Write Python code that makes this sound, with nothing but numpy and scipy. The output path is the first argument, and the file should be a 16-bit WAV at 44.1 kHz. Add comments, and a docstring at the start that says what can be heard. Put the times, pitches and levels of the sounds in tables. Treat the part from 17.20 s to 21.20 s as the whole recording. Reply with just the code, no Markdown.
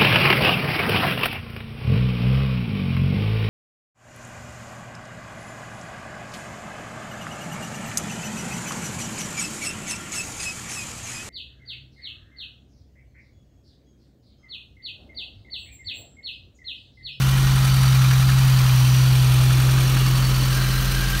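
"""A four-cylinder petrol engine at fast idle, heard from one microphone moving round the wing, hood open.
A deep hum at three times the firing rate gives way to the firing throb. Valves tick in a pattern that
repeats every two crank turns, and now and then a harder knock rings the block. Behind them are a fan
humming at its own speed, a thin whine, and a rush of belts and air in which metal parts ring."""
import sys
import numpy as np
from scipy import signal
from scipy.fft import rfft, irfft, next_fast_len
from scipy.io import wavfile
from scipy.ndimage import map_coordinates

SR = 44100
rng = np.random.default_rng(int(sys.argv[2]) if len(sys.argv) > 2 else 0)


def inscribe(sig):
    """Save sig as 16-bit PCM at rate SR to the path in sys.argv[1].

    A 1-D sig is mono; a 2-D sig holds one channel per row.
    Samples are clipped to [-1, 1] before scaling.
    """
    pcm = np.round(np.clip(np.atleast_2d(sig).T, -1, 1) * 32767)
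    wavfile.write(sys.argv[1], SR, pcm.astype(np.int16))


N = 176400
HUM_ORDER, FIRING_ORDER = 6, 2  # cycles per crank turn
# The colour of the engine bay at the microphone. Each row: frequency in Hz, relative level in dB.
BAY_COLOUR = [(120, -25), (200, 2), (215, -6), (304, -6.5), (480, -14), (580, -12), (757, -12),
              (799, -13.5), (892, -14.5), (1010, -8.5), (1280, -5.5), (1600, -9.5), (2030, -12.5),
              (2430, -10), (2970, -13), (3310, -11.5), (4520, -13), (4950, -16.5), (5720, -14.5),
              (7660, -22), (9360, -19), (10400, -22.5), (12800, -16), (14800, -20), (15600, -20)]


def amp(db):
    """Decibels to gain."""
    return 10 ** (np.asarray(db) / 20)


def unit(x):
    """Scale to rms 1."""
    return x / np.sqrt(np.mean(x ** 2) + 1e-20)


def along(points, hz):
    """Interpolate (Hz, value) points on a log frequency axis."""
    point_hz, values = np.transpose(points)
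    return np.interp(np.log(hz + 1), np.log(point_hz + 1), values)


def curves(rows):
    """One value per sample for each column after the time."""
    times, *columns = np.transpose(rows)
    return [np.interp(np.arange(N) / SR, times, column) for column in columns]


def wobble(rate):
    """A smooth random curve, rate knots a second."""
    knots = rng.standard_normal(int(N * rate / SR) + 4)
    return map_coordinates(knots, [np.arange(N) * rate / SR])


def filtered(x, response):
    """Shape x by a gain given as a function of Hz."""
    size = next_fast_len(len(x) + 8192)
    return irfft(rfft(x, size) * response(np.fft.rfftfreq(size, 1 / SR)), size)[:len(x)]


def resonance(x, hz, width):
    """x through a resonance with steep skirts, at rms 1."""
    return unit(filtered(x, lambda f: (1j * f * width / (hz * hz - f * f + 1j * f * width)) ** 2))


def tone(cycles):
    """A sine of rms 1 that starts anywhere in its cycle."""
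    return np.sqrt(2) * np.sin(2 * np.pi * (cycles + rng.random()))


def shimmer(hz, width):
    """A ring of even strength whose pitch trembles over a band."""
    return tone(np.cumsum(hz + .5 * width * wobble(2 * width)) / SR)


def struck(t, t60, attack_s):
    """Envelope of a blow: a rounded rise, then a steady decay."""
    return amp(-60 * t / t60) * (1 - np.exp(-t / attack_s)) ** 2


def rippled_noise(depth_db, width_hz=130, life_s=.7):
    """Noise with the bay's many small peaks and dips, which shift as the microphone moves."""
    hz, times, spectrum = signal.stft(rng.standard_normal(N), SR, nperseg=1024)
    knots = rng.standard_normal((int(hz[-1] / width_hz) + 2, int(times[-1] / life_s) + 2))
    grid = np.meshgrid(hz / width_hz, times / life_s, indexing="ij")
    ripple = amp(depth_db * np.tanh(map_coordinates(knots, grid)))
    return unit(signal.istft(spectrum * ripple, nperseg=1024)[1][:N])


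def belt_and_air_rush(level_db=-30, flutter_db=.48, grain_db=1.1):
    """Belts and moving air: a finely grained noise coloured by the engine bay."""
    # Tilt of the rush. Each row: frequency in Hz, dB over the bay's colour.
    tilt = [(20, -5), (200, -1.5), (450, 2), (1200, 0), (4000, 1.5), (9000, 0), (15000, -4)]
    air = rippled_noise(depth_db=3) * amp(flutter_db * wobble(60) + grain_db * wobble(900))
    colour = lambda f: amp(along(BAY_COLOUR, np.maximum(f, 220)) + along(tilt, f))
    return amp(level_db) * unit(filtered(air, colour))


def ringing_parts(turns, uneven_db=1.5):
    """Covers, pipes and pulleys, shaken unevenly at each firing, come and go as the microphone moves."""
    # The parts' narrow resonances, each in Hz.
    pitches = [300, 1000, 1330, 1587, 1897, 2830, 3045, 4030, 4535, 5835]
    # How each rings. Each row: width in Hz, swing at each firing in dB, (seconds, level in dB) points.
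    parts = [(85, 1, [(0, -45), (1.2, -60), (2.2, -45), (2.6, -39.5), (3.2, -45), (4, -49)]),
             (197, 1.7, [(0, -44.5), (1, -45), (2, -40.5), (3, -52)]), (203, 2.3, [(0, -39.5), (.9, -38),
             (1.7, -51), (2.7, -43.5), (4, -43.5)]), (65, 1.4, [(0, -58), (3.22, -52), (3.38, -36),
             (3.65, -38.5), (3.8, -33), (4, -35.5)]), (50, 1.2, [(0, -44), (1, -45.5), (2, -51), (4, -46)]),
             (140, 2.2, [(0, -42), (.6, -57), (2.5, -49), (2.78, -37.5), (3, -44), (4, -49)]),
             (60.4, 2.5, [(0, -40), (1.2, -46), (2.7, -46), (4, -42)]), (161, 5.1, [(0, -50), (2.8, -43),
             (3.1, -58), (3.55, -39), (4, -47)]), (80, 5, [(0, -58), (.5, -37), (.9, -50), (1.9, -43),
             (2.6, -52), (3.1, -41), (3.8, -54)]), (130, 0.89, [(0, -58), (.35, -56), (.62, -42),
             (1.2, -51), (1.76, -36.5), (1.9, -51), (4, -50)])]
    firing = np.cos(2 * np.pi * FIRING_ORDER * turns)
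    out = np.zeros(N)
    for hz, (width, swing_db, levels) in zip(pitches, parts):
        shake = unit(amp(swing_db * firing + uneven_db * wobble(35)))
        ring = resonance(rng.standard_normal(N), hz, 1.5 * width)  # 1.5 offsets the steep skirts
        out += amp(curves(levels)[0]) * shake * ring
    return out


def whine(hz=817.3, waver_db=1):
    """A thin, slightly unsteady tone far behind the engine's hum."""
    # The whine at the microphone. Each row: time in seconds, level in dB.
    levels = [(0, -50), (.7, -45.5), (1.2, -49.5), (2.3, -48.5), (4, -55)]
    gain = amp(curves(levels)[0] + waver_db * wobble(6.8))
    return gain * tone(np.cumsum(hz + wobble(3.98)) / SR)


def fan():
    """A fan hums at its own speed and at three times that."""
    # The fan's rotation. Each row: time in seconds, speed in Hz, level in dB.
    rotation = [(0, 62.15, -30.5), (.8, 62.9, -29.5), (1.55, 63.7, -31.5), (2.45, 63.85, -31),
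                (3.2, 62.7, -36), (4, 62.9, -40)]
    # Its third harmonic. Each row: time in seconds, level in dB.
    third_levels = [(0, -35), (1, -39.5), (2.2, -50), (3, -39.5), (4, -35)]
    hz, db = curves(rotation)
    turns = np.cumsum(hz) / SR
    third = amp(curves(third_levels)[0]) * tone(3 * turns)
    return amp(db) * tone(turns) + third


def block_knocks(t60=.054, attack_s=.0013):
    """Now and then one beat of the cycle knocks harder and rings the block."""
    # The knocks. Each row: start in seconds, relative level in dB.
    blows = [(.176, -30), (.358, -29), (.632, -28.5), (.818, -29.5), (.909, -25), (1.089, -28),
             (1.185, -31), (2.305, -28.5), (2.398, -31), (2.488, -29.5), (2.579, -30), (2.766, -28.5),
             (2.858, -31)]
    # The block's modes. Each row: frequency in Hz, width in Hz, relative level in dB.
    modes = [(1170, 160, -7), (1445, 140, 0), (1645, 260, 2), (2720, 610, -2)]
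    t = np.arange(N) / SR
    envelope = sum(amp(db) * struck(np.maximum(t - start, 0), t60, attack_s) for start, db in blows)
    block = unit(sum(amp(db) * shimmer(hz, width) for hz, width, db in modes))
    return 2 * envelope * block


def valve_ticks(turns, level_db=-34, scatter_db=1.3, jitter_s=.0006, fade_db=10, passing_s=.51):
    """Each tappet clicks once in two turns; its ring stands out while the microphone passes near it."""
    # The tappets. Each row: place in the cycle from 0 to 1, relative level in dB, its drift in dB per
    # second as the microphone moves, 60 dB decay in seconds, ring pitch in Hz, ring width in Hz,
    # ring over click at closest in dB, time in seconds when the microphone is closest.
    tappets = [(.13, -6, 0.95, 0.047, 14300, 1100, -1, 3.8), (.17, -4, 1, 0.04, 9190, 700, 1, 2.35),
               (.2, -5, 0, .09, 2399, 109.8, 0.5, 1), (.38, -6, 0.8, 0.052, 14400, 1100, -3.5, 3.2),
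               (.46, -6, 0.84, 0.072, 3093, 251, -4, 3.9), (.645, -6.5, -0.3, 0.086, 13700, 2000, -5, 3.7),
               (.745, -8, 1, 0.057, 4230, 109.8, -3, 3.55), (.9, -1, -1, 0.043, 9410, 1490, -1, 0.51),
               (.955, -1.5, 0, 0.051, 2850, 250.7, -1, 1.54), (.975, -7, 0, 0.067, 4506, 79.7, 5, 3.1)]
    # Tilt of the clicks. Each row: frequency in Hz, dB over the bay's colour.
    tilt = [(300, -19), (1200, -6.5), (4000, 3), (9000, 6.5), (15000, 0)]
    colour = lambda f: amp(along(BAY_COLOUR, f) + along(tilt, f))
    t = np.arange(N) / SR
    cycles = turns / 2
    ticks = np.zeros(N)
    for place, db, drift_db, t60, hz, width, ring_db, closest_s in tappets:
        due = np.interp(np.arange(place, cycles[-1], 1), cycles, np.arange(N))
        jitter, scatter = rng.standard_normal((64, 2))[:len(due)].T
        onsets = np.clip(due + jitter_s * SR * jitter, 0, N - 1).astype(int)
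        blows = np.bincount(onsets, amp(db + drift_db * onsets / SR + scatter_db * scatter), N)
        envelope = signal.fftconvolve(blows, struck(t[:SR // 8], t60, attack_s=.0042))[:N]
        click = unit(filtered(rippled_noise(depth_db=7), colour))
        away = 1 - 1 / (1 + ((t - closest_s) / passing_s) ** 2)
        ring = amp(ring_db - fade_db * away) * shimmer(hz, width)
        ticks += envelope * (click + ring)
    return amp(level_db) * unit(ticks)


def engine_drone(turns, waver_db=.5, weak_waver_db=2):
    """The deep hum, the firing throb and weaker orders, all locked to the crank."""
    # The drone at the microphone. Each row: time in seconds, hum level in dB, throb level in dB.
    levels = [(0, -17.5, -36), (.25, -17, -28), (.8, -15, -40), (1.25, -14.5, -33), (1.8, -14, -38),
              (2.3, -15.5, -37), (2.8, -17.5, -28), (3.3, -19, -27.5), (4, -27, -23)]
    # The weaker engine orders. 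Each row: multiple of the crank speed, level in dB.
    weak_orders = [(2.5, -44), (3, -41), (4, -45), (5, -46.5), (5.5, -49.5), (6.5, -53), (7.5, -44.5),
                   (8, -42), (10, -51.5), (12, -55.5)]
    hum_db, throb_db = curves(levels)
    hum = amp(hum_db + waver_db * wobble(8.24)) * tone(HUM_ORDER * turns)
    throb = amp(throb_db + waver_db * wobble(8)) * tone(FIRING_ORDER * turns)
    weak = sum(amp(db + weak_waver_db * wobble(4.08)) * tone(order * turns) for order, db in weak_orders)
    return hum + throb + weak


def scene():
    """The whole engine bay at one microphone beside the open hood."""
    # The wandering idle. Each row: time in seconds, crank speed in rpm.
    idle_speed = [(0.0, 1325), (0.25, 1326), (0.6, 1313), (0.88, 1299), (1.05, 1310), (1.22, 1315),
                  (1.45, 1286), (1.62, 1272), (1.85, 1291), (2.1, 1277), (2.3, 1282), (2.58, 1301),
                  (2.8, 1293), (3.4, 1290), (3.7, 1299), (4.0, 1308)]
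    turns = np.cumsum(curves(idle_speed)[0]) / 60 / SR
    tones = engine_drone(turns) + fan() + whine()
    impacts = valve_ticks(turns) + block_knocks()
    background = belt_and_air_rush() + ringing_parts(turns)
    return (tones + impacts + background)[None]


def record(dry, top_hz=15750):
    """The recorder keeps nothing above its band limit."""
    return np.array([filtered(channel, lambda hz: hz < top_hz) for channel in dry])


dry = scene()
out = record(dry)
inscribe(out)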